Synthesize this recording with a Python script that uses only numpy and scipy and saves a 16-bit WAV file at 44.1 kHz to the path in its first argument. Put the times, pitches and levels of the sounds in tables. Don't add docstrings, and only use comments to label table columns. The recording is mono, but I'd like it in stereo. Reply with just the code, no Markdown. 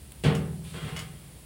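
import sys
import numpy as np
from scipy import signal
from scipy.fft import rfft, irfft
from scipy.io import wavfile

SR = 44100
rng = np.random.default_rng(int(sys.argv[2]) if len(sys.argv) > 2 else 0)


def generate_wav(sig):
    pcm = np.round(np.clip(np.atleast_2d(sig).T, -1, 1) * 32767).astype(np.int16)
    wavfile.write(sys.argv[1], SR, pcm)


N = 63945
T = np.arange(N) / SR

# (frequency [Hz], likeness [1 = the same])
DOOR_LIKENESS = [(130, .99), (300, .9), (520, .8), (1000, .65), (2000, .8), (4000, .68), (6500, .65),
                 (9000, .88)]


def from_db(db):
    return 10 ** (np.asarray(db) / 20)


def unit_level(x):
    return x / np.sqrt(np.mean(x ** 2) + 1e-20)


def at_hz(table, hz):
    row_hz, value = np.transpose(table)
    return np.interp(np.log(hz + 1e-9), np.log(row_hz), value)


def cut(x, keep, hz, order=2):
    return signal.sosfilt(signal.butter(order, hz, keep, fs=SR, output="sos"), x + 1e-18)


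def flicker(rate_hz):
    r = np.exp(-2 * np.pi * rate_hz / SR)
    return unit_level(signal.lfilter([1], [1, -2 * r, r * r], rng.standard_normal(2 * N))[N:])


def clicks(rows):
    out = np.zeros(N)
    for s, db in rows:
        out[int(s * SR)] += from_db(db)
    return out


def ring(force, tones):
    out = 0
    for hz, db, fade_s in tones:
        r = np.exp(-np.log(1000) / (fade_s * SR))
        w = 2 * np.pi * hz / SR
        tone = signal.lfilter([0, np.sin(w)], [1, -2 * r * np.cos(w), r * r], force + 1e-18)
        out = out + from_db(db) * tone
    return out


def noise(spectrum, likeness, envelope=lambda hz: 1):
    edges = 22 * 2 ** (np.arange(30) / 3)
    white = rng.standard_normal((2, 2, N + SR // 10))
    out, power = 0, 0
    for k, (low, high) in enumerate(zip(edges, edges[1:])):
        band_filter = signal.butter(2, [low, high], "band", fs=SR, output="sos")
        common, side = signal.sosfilt(band_filter, white[k % 2])[:, -N:]
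        hz = np.sqrt(low * high)
        alike = np.clip(at_hz(likeness, hz), -1, 1)
        band = unit_level(np.sqrt(1 + alike) * common + np.sqrt(1 - alike) * side * [[1], [-1]])
        gain = from_db(at_hz(spectrum, hz)) * np.sqrt(high - low)
        out = out + gain * envelope(hz) * band
        power += gain ** 2
    return out / np.sqrt(power)


def background():
    # (frequency [Hz], relative level [dB])
    rumble = [(20, -47), (40, -37), (57, 2), (80, -8), (120, -8.5), (200, -15.5), (400, -19.5), (1000, -29),
              (3000, -42.5)]
    # (frequency [Hz], relative level [dB])
    hiss = [(300, -21), (1500, -1.5), (3200, 2.5), (4500, 0.5), (6300, 2.5), (8500, 2), (10500, 6.5),
            (13000, -1), (15500, 0)]
    # (frequency [Hz], likeness [1 = the same])
    likeness = [(60, .97), (150, .9), (300, .55), (600, .25), (1300, .1), (2400, .75), (4800, .5),
                (9000, .82)]
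    return from_db(-48) * noise(rumble, likeness) + from_db(-52) * noise(hiss, likeness)


def ember():
    # (time [s], relative level [dB])
    snaps = [(0.1202, -29), (0.1221, -29.5)]
    # (frequency [Hz], relative level [dB], fade time [s])
    tones = [(3650, -10, 0.0018), (10000, 5, 0.0005), (14200, -8, 0.00091)]
    return cut(ring(clicks(snaps), tones), "high", hz=1500, order=1)


def latch():
    # (time [s], relative level [dB], treble lift [dB])
    clacks = [(0.3504, -6, 2), (0.9642, -4, -4), (0.9687, -4.5, -2.5), (0.9911, -3.5, -0.5)]
    # (frequency [Hz], relative level [dB], fade time [s])
    tones = [(1220, -46.5, 0.4), (2070, -43, 0.19), (2169, -41, 0.16), (2850, -47, 0.22), (2960, -35, 0.14),
             (3320, -38.5, 0.091), (5360, -40.5, 0.22), (6830, -35.5, 0.12), (7750, -48, 0.21),
             (9420, -42.5, 0.095)]
    # (frequency [Hz], relative level [dB])
    spectrum = [(500, -18), (1200, -5), (2200, -2), (4200, -8.5), (5500, 5.5), (7500, -6), (11000, -6.5),
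                (16000, -12)]
    wash_fade_s, crack_s = 0.23, 0.0027
    next_times = [row[0] for row in clacks[1:]] + [np.inf]
    out = 0
    for (s, db, lift_db), next_s in zip(clacks, next_times):
        strike_db = lambda hz: db + lift_db * np.clip(np.log2(hz / 4000), -1, 1)
        struck_tones = [(hz, level + strike_db(hz), fade_s) for hz, level, fade_s in tones]
        metal = (T < next_s) * ring(clicks([(s, 0)]), struck_tones)
        age = np.maximum(T - s, 0)
        wash = np.exp(-np.log(1000) * age / wash_fade_s)
        crack = from_db(3) * np.exp(-age / crack_s)
        rush = noise(spectrum, DOOR_LIKENESS, lambda hz: from_db(strike_db(hz)))
        out = out + metal + from_db(-36.5) * (T >= s) * (wash + crack) * rush
    return out


def brush():
    # (frequency [Hz], relative level [dB])
    spectrum = [(700, 0), (2000, -2), (3300, 7), (5000, -3), (7000, -0.5), (10000, 0.5), (16000, -19)]
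    start_s, rise_s, hold_s, fall_s = 0.629, 0.019, 0.089, 0.11
    age = T - start_s
    touch = np.clip(age / rise_s, 0, 1) * np.exp(-np.maximum(age - hold_s, 0) / fall_s)
    return from_db(-48.5) * touch * noise(spectrum, DOOR_LIKENESS)


def slide():
    # (time [s], effort [dB])
    effort = [(0.722, -21), (0.742, 2), (0.82, 0), (0.875, 4), (0.935, -1.5), (1.0, 1), (1.04, -6),
              (1.10, -12), (1.45, -27.5)]
    # (frequency [Hz], relative level [dB])
    spectrum = [(50, -12), (78, 14), (140, 8), (260, -1), (430, 2), (850, -7), (1100, -3.5), (2100, -4),
                (3300, -7.5), (4800, -15), (9000, -17), (16000, -26)]
    # (frequency [Hz], relative level [dB], fade time [s])
    tones = [(138, -36.5, 0.53), (371.7, -50, 0.51), (418.8, -40, 0.29), (632, -54, 0.26), (760, -53, 0.85),
             (1069, -42, 0.45), (1344, -40.5, 0.33), (1630, -44, 0.19), (2070, -39, 0.13),
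             (2420, -50, 0.084), (2860, -38, 0.085), (3225, -37.5, 0.11), (3327, -44, 0.11)]
    effort_db = np.interp(T, *np.transpose(effort), left=-100)
    friction = from_db(effort_db + flicker(rate_hz=160))
    singing = from_db(-42) * ring(friction * rng.standard_normal(N), tones)
    rubbing = from_db(-41) * friction * noise(spectrum, DOOR_LIKENESS)
    return rubbing + singing


def thump():
    # (frequency [Hz], relative level [dB])
    spectrum = [(45, -27), (120, 0.5), (220, -4), (320, -3.5), (480, -5.5), (700, -12), (1500, -12),
                (3200, -14.5), (4600, -23.5), (7000, -24.5), (10000, -28), (16000, -46)]
    # (frequency [Hz], build-up time [s])
    build_times = [(100, 0.021), (1000, 0.014), (3000, 0.015), (7000, 0.0016)]
    # (frequency [Hz], fade time [s])
    fade_times = [(100, 1), (450, 0.76), (1200, 0.59), (3200, 0.43), (8000, 0.23)]
    start_s, first_touch_share, crack_s = 0.2372, 0.35, 0.003
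    age = T - start_s

    def envelope(hz):
        build_s = at_hz(build_times, hz)
        rise = first_touch_share + (1 - first_touch_share) * np.clip(age / build_s, 0, 1)
        crack = 0.33 * np.exp(-np.maximum(age, 0) / crack_s)
        fade = np.exp(-np.log(1000) * np.maximum(age - build_s, 0) / at_hz(fade_times, hz))
        return (age > 0) * (rise + crack) * fade
    return from_db(-23.5) * noise(spectrum, DOOR_LIKENESS, envelope)


def panel():
    # (time [s], relative level [dB], brightness [Hz])
    bumps = [(0.2389, -11, 619.7), (0.25, -2.5, 486), (0.2649, 1.5, 220), (0.2776, 0, 228),
             (0.2998, -9.5, 715), (0.7444, -23, 467), (0.8302, -14.5, 181.5), (0.8579, -14, 175),
             (0.9243, -14.5, 171), (1.055, -24.5, 172)]
    # (frequency [Hz], relative level [dB], fade time [s])
    tones = [(59.3, -34, 0.67), (80.1, -34.5, 1.95), (118.4, -33.5, 1.8), (137.4, -31, 1.2),
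             (151, -18, 0.2), (159, -23.5, 1.53), (177, -42, 2.15), (198.3, -28.5, 1.05),
             (234.3, -34.5, 0.57), (256.5, -31.5, 0.48), (373.5, -29.5, 0.87), (411, -31, 0.73),
             (459.6, -31.5, 0.61), (478, -19, 0.4), (535, -37, .55), (558.4, -38, 1.1), (640.2, -27, 0.26),
             (672, -29, 0.36), (758, -21, 0.42), (840, -33, .55), (1068, -28, 0.33), (1188, -29.5, 0.32),
             (1464, -21, 0.33)]
    force = sum(cut(clicks([(s, db)]), "low", hz) for s, db, hz in bumps)
    return cut(ring(force, tones), "high", hz=115)


def reflect(x):
    # (delay [s], relative level [dB])
    echoes = [(.0047, -14), (.0108, -9), (.0174, -12.5), (.0266, -9)]
    hz = np.arange(N + 1) * SR / (2 * N)
    paths, power = 1, 1
    for s, db in echoes:
        paths = paths + from_db(db) * np.exp(-2j * np.pi * hz * s)
        power += from_db(db) ** 2
    return irfft(rfft(x, 2 * N) * paths)[:, :N] / np.sqrt(power)


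def microphones(x, off_centre=1):
    # (frequency [Hz], lead [radians])
    lead = [(60, .1), (150, .38), (500, 1.15), (1400, 1.0), (3100, -.9), (4600, -.9), (5700, -3),
            (7300, -2.1), (8000, 0), (9600, .1), (12400, 3.1), (15500, 6)]
    # (frequency [Hz], left minus right [dB])
    balance = [(150, -0.5), (300, 0), (500, 4), (1100, 5), (1800, 4), (2600, -2), (5500, -4), (8000, 0)]
    hz = np.arange(N + 1) * SR / (2 * N)
    left = from_db(off_centre * at_hz(balance, hz) / 2) * np.exp(.5j * at_hz(lead, hz))
    return irfft(rfft(x, 2 * N) * np.array([left, 1 / left]))[:, :N]


def scene():
    door = panel() + reflect(thump() + slide() + brush()) + latch()
    return microphones(door) + microphones(ember() + background(), off_centre=0.26)


def record(dry):
    return signal.sosfilt(signal.ellip(10, .1, 80, 16000, fs=SR, output="sos"), dry)


dry = scene()
out = record(dry)
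generate_wav(out)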